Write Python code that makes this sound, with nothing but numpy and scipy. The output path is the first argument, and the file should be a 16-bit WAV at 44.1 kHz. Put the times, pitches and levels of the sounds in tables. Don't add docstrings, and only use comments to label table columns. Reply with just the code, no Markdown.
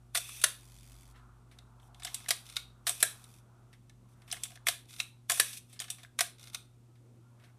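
import sys
import numpy as np
from scipy import signal
from scipy.fft import rfft, irfft
from scipy.io import wavfile

SR = 44100
rng = np.random.default_rng(int(sys.argv[2]) if len(sys.argv) > 2 else 0)


def persist_wave(psi):
    counts = np.round(np.clip(psi, -1, 1) * 32767).astype(np.int16)
    wavfile.write(sys.argv[1], SR, np.atleast_2d(counts).T)


def ratio_of_db(decibels):
    return 10 ** (np.asarray(decibels, float) / 20)


N = 334322
TIME = np.arange(N) / SR


def rms_one(x):
    return x / np.sqrt(np.mean(x ** 2) + 1e-20)


def in_time(rows, rest=-120):
    s, *columns = np.transpose(rows)
    return np.array([np.interp(TIME, s, c, rest, rest) for c in columns])


def band(x, low_hz, high_hz, order=2):
    edges_hz = [low_hz, min(high_hz, .45 * SR)]
    return signal.sosfilt(signal.butter(order, edges_hz, "band", fs=SR, output="sos"), x)


def drift(rate_hz):
    r = np.exp(-80 * np.pi * rate_hz / SR)
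    slow = signal.lfilter([1], [1, -2 * r, r * r], rng.standard_normal(N // 40 + 2002))[2000:]
    return np.interp(np.arange(N) / 40, np.arange(len(slow)), rms_one(slow))


def ring(force, hz, t60):
    r = ratio_of_db(-60 / (t60 * SR))
    w = 2 * np.pi * hz / SR
    return signal.lfilter([0, np.sin(w)], [1, -2 * r * np.cos(w), r * r], force + 1e-18)


def grit(spread_db):
    size = np.minimum(rng.exponential(1, N), 4)
    return rms_one(rng.standard_normal(N) * ratio_of_db(spread_db * size))


def shaped(points):
    hz = np.fft.rfftfreq(N, 1 / SR) + 1
    table = np.array(points)
    gain = ratio_of_db(np.interp(np.log(hz), np.log(table[:, 0]), table[:, 1]))
    x = irfft(rfft(rng.standard_normal(N)) * gain, N)
    return x / np.std(band(x, 200, 15500))


def contact_rows(rows, low_db, high_db, t60=None):
    rows = np.array(rows)
    has_brightness = rows.shape[1] - (t60 is None) > 2
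    bright = rows[:, 2] if has_brightness else 0
    rattle = rows[:, -1] if t60 is None else np.full(len(rows), t60)
    start, middle = rows[:, 0], rows[:, 1]
    return np.transpose([start, middle, middle + low_db - bright, middle + high_db + bright, rattle]).tolist()


# from_hz, to_hz
RATTLE_RANGES = [(2540, 7460), (980, 4350), (6310, 10470)]
LONGEST_RING_S, PAIR_SPLIT_HZ = .042, 50


def struck(contacts, modes, rise_s, spread_db, top_db, knock_db, thud_db):
    t = np.arange(SR // 8) / SR
    shape, knocks = np.zeros((4, N + SR)), np.zeros((4, N))
    for s, *levels_db, t60 in contacts:
        levels_db.append(min(levels_db[:2]))
        burst = (1 - np.exp(-t / rise_s)) * ratio_of_db(-60 * t / t60)
        at = round(s * SR) - 20
        shape[:, at:at + len(t)] += np.outer(ratio_of_db(np.array(levels_db)), burst / burst.max())
        knocks[:, at + 30] = ratio_of_db(np.array(levels_db) + knock_db)
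    force = grit(spread_db) * shape[:, :N]
    out = ratio_of_db(top_db) * band(force[2], 12500, 13000)
    out += ratio_of_db(thud_db) * band(knocks[3], 310, 800)
    for row, (low, high) in zip(force, RATTLE_RANGES):
        out += band(row, low, high) * np.sqrt(SR / 2 / (high - low)) * ratio_of_db(-5)
    for hz, level_db, t60 in modes:
        row = 3 if hz < 1000 else 1 if hz < 2400 else 0 if hz < 6500 else 2
        drive = knocks[row] + .5 * force[row]
        held = min(t60, LONGEST_RING_S * (1100 / hz) ** .4)
        split = min(PAIR_SPLIT_HZ, .04 * hz)
        pair = ring(drive, hz - split, held) - ring(drive, hz + split, held)
        out += ratio_of_db(level_db - 28.0) * pair
    return out


# pitch_hz, level_db
HUM = [(120, -60), (240, -76), (360, -79.5)]
# time_s, level_db
DRONE = [(0, -92), (2.4, -86.5), (2.8, -78), (4.3, -74), (4.6, -83), (7.58, -87.5)]
# time_s, level_db
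RUMBLE = [(0, -63), (.25, -64.5), (1.06, -55.5), (1.6, -65), (2.03, -60), (2.3, -70), (2.66, -62.5),
          (3.05, -71), (4.43, -67.5), (5.32, -77.5), (6.36, -72), (7.58, -84.5)]
# time_s, level_db
MACHINES = [(0, -70.5), (.69, -68.5), (1.06, -62), (1.6, -65.5), (2.1, -60), (2.66, -65.5), (3.02, -63.5),
            (3.97, -71.5), (4.43, -66.5), (5.32, -77.5), (6.36, -73.5), (7.2, -74), (7.58, -70.5)]
# pitch_hz, level_db per Hz
HISS = [(20, -5), (40, 5), (62, 4.5), (100, 14), (160, 7.5), (250, 7.5), (400, -6.5), (630, -6.5),
        (1300, -17), (2200, -15), (5000, -19), (8500, -17), (11000, -22.5), (15500, -29.5)]
HISS_DB = -72
DRONE_HZ, RUMBLE_HZ = 191, 52.8
STIR_DB, STIR_FOLLOWS, STIR_DB_PER_S = -75.5, 0.55, 1.09


def background():
    rumble_db, murmur_db = in_time(RUMBLE)[0], in_time(MACHINES)[0]
    stir_db = STIR_DB + STIR_FOLLOWS * (murmur_db - murmur_db.mean()) + STIR_DB_PER_S * TIME
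    out = ratio_of_db(HISS_DB) * shaped(HISS)
    for hz, level_db in HUM:
        tone = np.sin(2 * np.pi * hz * TIME + rng.uniform(0, 5))
        out += np.sqrt(2) * ratio_of_db(level_db + .3 * drift(2)) * tone
    rumble_turns = np.cumsum(RUMBLE_HZ + 1.5 * drift(2)) / SR
    out += ratio_of_db(rumble_db + 1.5) * (1 + .2 * drift(6)) * np.sin(2 * np.pi * rumble_turns)
    out += ratio_of_db(in_time(DRONE, rest=-94.0)[0]) * rms_one(ring(rng.standard_normal(N), DRONE_HZ, 0.4))
    murmur = np.zeros(N)
    for low in (630, 840, 1110):
        murmur += ratio_of_db(2 * drift(3)) * band(rng.standard_normal(N), low, low * 1.33)
    stir = band(rng.standard_normal(N), 200, 520)
    out += ratio_of_db(murmur_db - 5.5 + 1.5 * drift(2.6)) * rms_one(murmur)
    return out + ratio_of_db(stir_db - 6 + 3.0 * drift(5.0)) * rms_one(stir)


# start_s, level_db, pitch_hz
CURTAIN_SNAPS = [(.1475, -31, 8900), (.149, -23.5, 9400), (.1524, -21.5, 3800), (.1597, -27, 1990),
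                 (.1653, -29.5, 3500), (.169, -28.5, 8100), (0.1741, -20, 8180), (0.174, -24.5, 3650),
                 (.1807, -26.5, 8200), (.2915, -46, 1200), (0.4157, -32, 8700), (.4162, -35.5, 3800),
                 (3.0045, -36, 3600), (3.006, -35.5, 8500), (.4393, -12, 10900), (0.439, -18.5, 7650),
                 (0.4406, -14.5, 1680), (.4425, -15, 6250), (.4435, -18, 3680), (.4462, -16, 10700),
                 (2.8674, -34, 8040), (2.869, -21.5, 9300), (2.872, -21, 3880), (2.8793, -26, 10530),
                 (2.8884, -26, 8450), (2.8942, -19.5, 8360), (2.8944, -24.5, 3700), (2.9084, -33, 8200),
                 (3.029, -11, 10510), (3.0314, -16, 9200), (3.0333, -23, 1900), (5.2976, -19.5, 7600),
                 (5.3007, -24.5, 2080), (5.3029, -23, 1690), (5.3087, -23, 7700), (5.3195, -19.5, 7070),
                 (5.3988, -10.5, 10560), (5.3992, -19.5, 4000), (5.399, -17.5, 1900), (5.4051, -23, 8100),
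                 (5.4078, -20.5, 10700), (5.4097, -21.5, 9500)]
# start_s, level_db, pitch_hz
LEVER_SNAPS = [(1.513, -58, 3700), (1.5885, -43, 3810), (1.7984, -59, 3500), (1.8302, -55, 3200),
               (1.947, -50, 3500), (2.0336, -34, 3600), (2.0465, -42, 3700), (2.0492, -31.5, 5120),
               (2.0531, -33, 7600), (2.0682, -32, 3160), (2.0727, -41, 3700), (2.1446, -28, 9700),
               (2.144, -33, 5800), (2.2614, -40.5, 2100), (2.2857, -31, 3850), (2.307, -18, 4950),
               (2.315, -35, 3210), (2.5671, -17, 3780), (2.5675, -28.5, 2254), (2.5706, -33.5, 1410),
               (4.315, -29, 5150), (4.3165, -28.5, 5270), (4.321, -33, 8900), (4.3262, -25, 8700),
               (4.3275, -26.5, 3030), (4.3438, -38, 1790), (4.436, -26, 7630), (4.436, -28.5, 5800),
               (4.4363, -32.5, 3280), (4.5549, -46, 9300), (4.5746, -45, 1710), (4.6693, -16.5, 2000),
               (4.6736, -26, 2120), (4.6858, -27, 8930), (4.6856, -25, 1900), (4.6919, -34, 10000),
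               (5.0007, -19, 3860), (5.0025, -21, 2674), (5.793, -30, 4950), (5.801, -25, 8670),
               (5.802, -29, 6770), (5.8016, -35, 3300), (5.801, -38, 1880), (5.818, -34, 3060),
               (5.8208, -35, 8100), (5.841, -38, 3000), (5.902, -30, 10400), (5.903, -31.5, 5800),
               (5.9058, -30, 10300), (5.914, -34, 8600), (6.0323, -44.5, 3580), (6.0486, -40.5, 1680),
               (6.1928, -21, 6560), (6.196, -30, 2190), (6.208, -18.5, 5100), (6.2184, -28, 9300),
               (6.5475, -22.5, 3730), (6.5568, -38, 2500), (7.435, -60, 640)]
TOOTH_DB, TOOTH_HZ = -1, 3700
SNAP_RISE_S, SNAP_T60_S, SNAP_CYCLES = .0002, 0.0077, 13


def snaps():
    t, out = np.arange(SR // 10) / SR, np.zeros(N + SR)
    teeth = [(s, db + TOOTH_DB, TOOTH_HZ) for s, db in RATCHET]
    for s, db, hz in CURTAIN_SNAPS + LEVER_SNAPS + teeth:
        shape = (1 - np.exp(-t / SNAP_RISE_S)) * ratio_of_db(-60 * t / (SNAP_T60_S + SNAP_CYCLES / hz))
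        out[round(s * SR):][:len(t)] += ratio_of_db(db + 0.5) * shape * np.sin(2 * np.pi * hz * t)
    return out[:N]


# start_s, middle_db, low_db, high_db, rattle_t60_s
CURTAIN_RUN = [(0.1485, -35, -26.5, -28, 0.037), (0.1527, -32, -31, -34, 0.073),
               (0.1737, -26, -31.5, -26, 0.03), (0.2915, -50.5, -42.5, -46.5, 0.039),
               (0.4154, -34.5, -48.5, -34.5, 0.047), (0.4255, -45.5, -52.5, -42, 0.042),
               (2.8685, -25.5, -26.5, -27.5, 0.02), (2.8745, -40, -27, -35.5, 0.035),
               (2.8936, -30.5, -29, -23.5, 0.032), (3.0034, -34, -43.5, -35, 0.038),
               (3.016, -52, -51, -43, 0.026), (5.2977, -25.5, -21, -19, 0.03),
               (5.3065, -50.5, -31.5, -37.5, 0.077), (5.3186, -26.5, -29.5, -22.5, 0.026),
               (5.3747, -39, -38.5, -34, 0.05), (5.5302, -39, -67, -42, 0.059),
               (5.5725, -39, -74, -38.5, 0.034)]
# pitch_hz, level_db, t60_s
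RUN_MODES = [(705, -4.5, 0.1), (1025, -16, .08), (2380, -15, 0.09), (2290, -10, .15), (3600, -8.5, .15),
             (5800, -9.5, 0.09), (8200, -15.5, .1)]


def curtains_run():
    return struck(CURTAIN_RUN, RUN_MODES, rise_s=0.00056, spread_db=-1.5,
                  top_db=-10.0, knock_db=19.0, thud_db=-9.0)


# start_s, level_db, t60_s, dull_share_db
SHUDDERS = [(.149, -25.5, 0.15, -9), (.165, -28.5, .06, -8.5), (.44, -36, 0.34, -9.5),
            (2.06, -47.5, .5, -12), (2.146, -45.5, 0.27, -15.5), (2.29, -38, .3, -12),
            (2.309, -39.5, 0.29, -17), (2.567, -44, 0.25, -11), (2.87, -24, 0.13, -12.5),
            (3.005, -37.5, .3, -12), (3.03, -33.5, 0.29, -18), (4.327, -41.5, 0.24, -3.5),
            (4.436, -44.5, .23, -15), (4.668, -23, 0.091, -17), (4.686, -33, 0.24, -16),
            (5.0, -45, .27, -6.5), (5.297, -25, 0.17, -8.5), (5.4, -33, 0.41, -14), (5.803, -40, 0.23, -4),
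            (5.903, -40, 0.17, -14), (6.189, -29.5, .1, -20), (6.208, -31.5, 0.21, -9),
            (6.547, -48, 0.27, -6)]
# start_s, length_s, level_db, dull_share_db
RUBS = [(0.171, 0.0084, -34.5, -9.5), (2.892, 0.02, -36.5, -6.5), (.17, 0.33, -47, -15),
        (1.147, 0.049, -81, 22), (1.51, 0.12, -78, 9.5), (1.82, 0.06, -69.5, -2), (1.962, .03, -68, -8),
        (2.048, 0.33, -56.5, -15), (2.457, 0.082, -55, -10), (2.881, .13, -47, -15.5), (3.1, 0.3, -66, -8),
        (3.727, 0.026, -77, 10.5), (4.09, 0.05, -70.5, -16), (4.178, .13, -75.5, 10.5),
        (4.285, 0.28, -59, -6.5), (4.888, 0.098, -55, -12), (5.324, 0.098, -36.5, -11),
        (5.486, 0.1, -46.5, -17.5), (5.699, 0.044, -59.5, -25), (5.929, 0.13, -61.5, -3),
        (6.399, 0.094, -58, -2.5), (7.402, 0.1, -77.5, 14.5)]
RUB_EDGE_S, REST_DB, REST_DULL_DB = 0.0085, -82.5, -86
SHUDDER_RISE_S, STRAIN_S, STRAIN_DB = 0.0019, 0.0036, -16.5
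SCRAPE_S, SCRAPE_DB, SCRAPE_DULL_DB = 0.0069, -20, -5


def friction():
    power = ratio_of_db(2 * np.array([[REST_DB], [REST_DULL_DB]])) * np.ones(N)
    for s, db, t60, dull_db in SHUDDERS:
        t = np.maximum(TIME - s, 0)
        shake = (1 - np.exp(-t / SHUDDER_RISE_S)) ** 2 * ratio_of_db(-120 * t / t60)
        strain = ratio_of_db(2 * STRAIN_DB) * np.exp(-2 * np.abs(TIME - s) / STRAIN_S)
        power += np.outer(ratio_of_db([2 * db, 2 * (db + dull_db)]), shake + strain)
    scrapes = [(s - SCRAPE_S, SCRAPE_S, db + SCRAPE_DB, SCRAPE_DULL_DB) for s, db in PAWL + LEVER_HOME]
    for s, length, db, dull_db in RUBS + scrapes:
        outside = np.maximum(np.maximum(s - TIME, TIME - s - length), 0)
        power += np.outer(ratio_of_db([2 * db, 2 * (db + dull_db)]), np.exp(-2 * outside / RUB_EDGE_S))
    return np.sqrt(power)


# pitch_hz, half_width_hz, level_db
SLIDING_COLOUR = [(2580, 140, 7), (3530, 170, 6), (5900, 300, 0), (8300, 400, 3), (9300, 300, 2),
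                  (10500, 400, 2)]
# from_s, to_s
THUMB_ON = [
    (1.94, 2.4),
    (2.45, 2.75),
    (4.3, 4.6),
    (4.85, 4.9),
    (5.7, 6.1),
    (6.37, 6.7),
]


def sliding():
    rough = grit(spread_db=2.0) * ratio_of_db(1.2 * drift(60))
    bright = band(rough, 2200, 12000)
    for hz, width_hz, level_db in SLIDING_COLOUR:
        bright = bright + ratio_of_db(level_db) * band(rough, hz - width_hz, hz + width_hz, order=1)
    bright = rms_one(bright)
    thumb = sum((TIME > start) & (TIME < end) for start, end in THUMB_ON)
    damped = 0.43 * band(bright, 2600, 4300, order=1) - 0.34 * band(bright, 4800, 14000, order=1)
    bright = bright + thumb * damped
    dull = rms_one(band(rough, 580, 2400))
    bright_gain, dull_gain = friction()
    return ratio_of_db(-3.5) * bright_gain * bright + ratio_of_db(-8.0) * dull_gain * dull


# start_s, level_db, pitch_hz, t60_s
SPRING = [(2.568, -52, 3780, 0.26), (2.568, -51, 2200, 0.2), (5.002, -56, 2400, .3),
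          (6.548, -60, 3780, 0.22), (.446, -45.5, 1660, 0.24), (.446, -46, 3650, .3),
          (3.034, -46, 1660, .25), (5.404, -47, 1700, 0.22), (3.034, -47.5, 3900, 0.27),
          (2.147, -46, 8100, .12), (5.906, -48, 9300, 0.13), (.19, -56.5, 2600, 2.0),
          (0.16, -58, 3520, 1.5), (4.69, -41, 3930, 0.14)]
SPRING_GRIP_S, SPRING_LONGEST_S = .032, .25


def spring():
    out, t = np.zeros(N), np.arange(round(SPRING_LONGEST_S * SR)) / SR
    for s, db, hz, t60 in SPRING:
        song = rms_one(ring(rng.standard_normal(len(t)), hz, SPRING_GRIP_S))
        fade = ratio_of_db(db - 60 * t / t60) * (1 - (t / t[-1]) ** 8)
        out[round(s * SR):][:len(t)] += fade * song
    return out


# start_s, middle_db, low_db, high_db, rattle_t60_s
CURTAIN_SHUT = [
    (0.4376, -26.5, -33.5, -25.5, 0.027),
    (0.4394, -15.5, -17.5, -14, 0.033),
    (3.0271, -16.5, -18, -11.5, 0.033),
    (5.3962, -27, -36.5, -31, .02),
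    (5.3984, -14.5, -19.5, -11, 0.026),
]
# pitch_hz, level_db, t60_s
SHUT_MODES = [(420, -31.5, .08), (640, -16, 0.13), (716, -16, .12), (1680, -1.5, 0.57), (1943, -5, 0.16),
              (3400, -13, 0.13), (3920, -8, 0.17), (5570, -8, 0.041), (7540, -11.5, 0.11), (9400, -14, .12),
              (10650, -1.5, 0.059), (11480, -3.5, 0.082)]


def curtains_shut():
    return struck(CURTAIN_SHUT, SHUT_MODES, rise_s=0.0006, spread_db=-1.0, top_db=-15, knock_db=24, thud_db=-4)


# time_s, ticks_per_s, level_db
ESCAPEMENT = [
    [(.4625, 88, -61), (.6, 90, -55), (.85, 91, -55.5), (1.0, 88, -56), (1.118, 88, -58), (1.135, 82, -74)],
    [(3.044, 87, -59), (3.2, 86, -60), (3.33, 80, -58.5), (3.388, 91, -61.5), (3.4, 79, -75)],
]
# pitch_hz, level_db, t60_s
ESCAPEMENT_MODES = [(970, -2, 0.07), (2680, -3.5, 0.066), (3680, -4, .07), (4960, -9, 0.05),
                    (8300, -7, 0.07), (10400, -7, .04), (11100, -8.5, .04), (9700, -6, 0.015)]
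TICK_RING_S = .011


def escapement():
    out = np.zeros(N)
    for rows in ESCAPEMENT:
        per_s, level_db = in_time(rows)
        turns = np.cumsum(np.maximum(per_s, 0) * (1 + .006 * drift(25))) / SR
        since = turns % 1 / 86
        swing_db = -1.2 * (-1.) ** np.floor(turns) + 1.5 * drift(40)
        tick = (1 - np.exp(-since / 0.0011)) * ratio_of_db(-60 * since / 0.019)
        out += ratio_of_db(level_db + swing_db + 2.0) * (tick + 0.1)
    force = out * grit(spread_db=0.5)
    rings = np.zeros(N)
    for hz, level_db, t60 in ESCAPEMENT_MODES:
        rings += ratio_of_db(level_db - 24 + 1.5 * drift(12)) * ring(force, hz, min(.3 * t60, TICK_RING_S))
    return rings + band(force, 1800, 13000) + .4 * band(force, 2300, 5000, order=1)


# start_s, length_s, level_db, from_hz, to_hz
STIR_NOTES = [(.57, .08, -74, 298, 260), (0.799, 0.069, -69, 265, 240), (.89, 0.086, -69, 241, 270),
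              (.98, 0.073, -72, 250, 280), (1.239, .06, -75, 221, 230), (6.619, 0.085, -74, 320, 280),
              (6.751, 0.093, -77.5, 420, 480), (6.86, 0.097, -72, 401, 230), (6.97, .08, -70, 251, 310),
              (7.071, 0.083, -75, 210, 261), (7.138, .11, -70, 401.5, 280), (7.269, 0.17, -81.5, 469, 660),
              (7.18, .17, -85, 1380, 1400), (6.87, .1, -84, 1300, 1280)]


def stir_tones():
    out, waver = np.zeros(N + SR), 1 + .5 * drift(25)
    for s, length, db, from_hz, to_hz in STIR_NOTES:
        size = round(length * SR)
        turns = np.cumsum(np.linspace(from_hz, to_hz, size)) / SR
        out[round(s * SR):][:size] += ratio_of_db(db + 5.5) * np.hanning(size) * np.sin(2 * np.pi * turns)
    return waver * out[:N]


# start_s, level_db, rattle_t60_s
TOUCHES = [(1.1567, -68.5, 0.29), (1.514, -63.5, 0.15), (1.7986, -68, .06), (3.7288, -60.5, 0.09),
           (4.2189, -62, 0.043), (4.278, -57.5, 0.088), (5.7597, -65, 0.11), (5.9836, -58.5, 0.18),
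           (6.955, -72.5, 0.098), (7.3975, -70, 0.08), (7.4234, -73, .079), (7.4376, -65, .17)]
# start_s, level_db, brightness_db
DIAL = [
    (1.5871, -50, -4.5),
    (1.9457, -54, -1),
    (3.2407, -48, 5),
    (3.8963, -52, -3.5),
]
# start_s, level_db, brightness_db, rattle_t60_s
GEARS = [(1.998, -51, 0.5, 0.056), (2.0215, -51.5, -9.5, .045), (2.0329, -46, 9, 0.042),
         (2.0481, -31.5, 2.5, 0.036), (2.0717, -44.5, -5, 0.072), (2.095, -51, -3, .03),
         (2.2015, -51, 0, .03), (2.2429, -52.5, -4, .028), (4.2985, -57, 6, .02), (4.3023, -52, -5, .047),
         (4.3253, -29.5, 5.5, .034), (4.367, -54.5, -12.5, .044), (4.454, -45, 1, .025),
         (4.5039, -50, 1, 0.025), (4.5185, -53.5, -3, .025), (4.5566, -49.5, -3, 0.031),
         (5.728, -52.5, 5.5, 0.13), (5.8005, -35.5, 4.5, 0.034), (5.8194, -38.5, 2, 0.024),
         (5.8415, -46.5, -2, 0.045), (5.8815, -54.5, -12, 0.034), (6.0325, -47.5, 0.5, 0.029)]
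# start_s, level_db
PAWL = [
    (2.144, -31),
    (4.4352, -31.5),
    (5.902, -33),
]
# start_s, level_db
BUMPS = [
    (2.2613, -77),
    (4.574, -83),
    (6.0486, -83.5),
]
# start_s, level_db
CATCH = [
    (4.3141, -32.5),
    (5.792, -39),
]
# pitch_hz, level_db, t60_s
WINDING_MODES = [(710, 4, 0.2), (1694, 2, 0.05), (2130, 5.5, 0.033), (3500, 3, 0.6), (3850, 2.5, 0.44),
                 (5640, -9, .15), (8020, 5.5, 0.13), (9030, 2, .07), (10400, -24.5, 0.033)]


def handling_and_winding():
    winding = contact_rows(GEARS, low_db=-2.0, high_db=-4)
    winding += contact_rows(TOUCHES, low_db=4.5, high_db=-3)
    winding += contact_rows(DIAL, low_db=-5.5, high_db=-6, t60=0.023)
    winding += contact_rows(CATCH, low_db=-27, high_db=-60, t60=0.029)
    winding += contact_rows(PAWL, low_db=-21, high_db=5, t60=0.036)
    winding += contact_rows(BUMPS, low_db=32.5, high_db=14.5, t60=.009)
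    return struck(winding, WINDING_MODES, rise_s=0.00043, spread_db=-3.0, top_db=-7, knock_db=8.0, thud_db=-2.5)


# start_s, middle_db, low_db, high_db, rattle_t60_s
LEVER_STOP = [
    (2.2848, -30.5, -35, -35, 0.061),
    (2.2897, -28, -49, -22.5, 0.018),
    (2.3066, -18.5, -22.5, -17.5, 0.049),
    (4.6685, -29.5, -25.5, -25, 0.04),
    (4.685, -17.5, -23.5, -17.5, 0.038),
    (6.1897, -35.5, -22, -23, 0.037),
    (6.2075, -16.5, -21, -16.5, 0.034),
]
# pitch_hz, level_db, t60_s
STOP_MODES = [(703, -7.5, 0.11), (1616, -8.5, .1), (1900, -6.5, 0.053), (2146, -5, 0.05),
              (5960, -6.5, 0.013), (3854, -12.5, 0.19), (8330, -23, 0.093), (9040, -18, 0.16),
              (9400, -21, 0.05)]


def lever_stops():
    return struck(LEVER_STOP, STOP_MODES, rise_s=0.00021, spread_db=2.5,
                  top_db=-6.5, knock_db=24.5, thud_db=-9.5)


# start_s, level_db
RATCHET = [(2.4552, -55), (2.4647, -49), (2.4889, -48), (2.4979, -44.5), (2.5235, -48), (2.535, -52),
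           (2.5468, -58), (2.5585, -43), (4.8546, -59), (4.8956, -56), (4.9069, -50), (4.9292, -49),
           (4.9379, -45), (4.9629, -46.5), (4.9852, -48), (4.9935, -42), (6.3832, -55.5), (6.3951, -53),
           (6.4111, -53), (6.4284, -47), (6.4392, -46.5), (6.455, -54), (6.472, -46.5), (6.4807, -50),
           (6.4988, -50.5), (6.5324, -49)]
# start_s, level_db
LEVER_HOME = [
    (2.566, -29),
    (5.0005, -27),
    (6.5457, -29.5),
]
# pitch_hz, level_db, t60_s
RETURN_MODES = [(713, -15, 0.083), (1388, -6, 0.17), (2136, -2, 0.04), (2500, -10.5, .1), (4056, -3, 0.015),
                (3730, -3, 0.012), (8930, 4.5, .12)]


def lever_returns():
    back = contact_rows(RATCHET, low_db=-7.5, high_db=-7, t60=0.022)
    back += contact_rows(LEVER_HOME, low_db=-7, high_db=-7.5, t60=0.03)
    return struck(back, RETURN_MODES, rise_s=0.0014, spread_db=-4.5, top_db=-2.0, knock_db=23.5, thud_db=-34)


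# pitch_hz, t60_s
ROOM = [(400, 0.26), (1200, 0.28), (3000, 0.29), (7000, 0.24), (12000, 0.088)]
ROOM_DB = -13.5


def workshop(x):
    t, step, out = np.arange(SR // 3) / SR, SR // 5, np.zeros(N + SR)
    noise = rng.standard_normal((N // step + 1, len(t))) * np.minimum(t / 0.00082, 1)
    tails = sum(band(noise, hz / 1.2, hz * 1.6) * ratio_of_db(-60 * t / t60) for hz, t60 in ROOM)
    for at, tail in zip(range(0, N, step), tails):
        echo = signal.fftconvolve(x[at:at + step], tail / np.sqrt(np.sum(tail ** 2)))
        out[at:at + len(echo)] += echo
    return ratio_of_db(ROOM_DB) * out[:N]


def scene():
    camera = snaps() + curtains_run() + sliding() + spring() + curtains_shut() + escapement()
    camera += handling_and_winding() + lever_stops() + lever_returns()
    no_bass = signal.butter(2, 200, "high", fs=SR, output="sos")
    camera = signal.sosfilt(no_bass, camera)
    camera += 0.33 * band(camera, 5300, 6400, order=1)
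    camera -= 0.69 * band(camera, 830, 980, order=1)
    return (camera + workshop(camera) + background() + stir_tones())[None]


def band_limit(x):
    return signal.sosfilt(signal.butter(12, 16460, fs=SR, output="sos"), x)


def record(dry):
    edge = signal.cheby2(10, 32, 15600, fs=SR, output="sos")
    rounded = .75 * np.tanh(dry / .75)
    return band_limit(signal.sosfilt(edge, rounded))


dry = scene()
out = record(dry)
persist_wave(out)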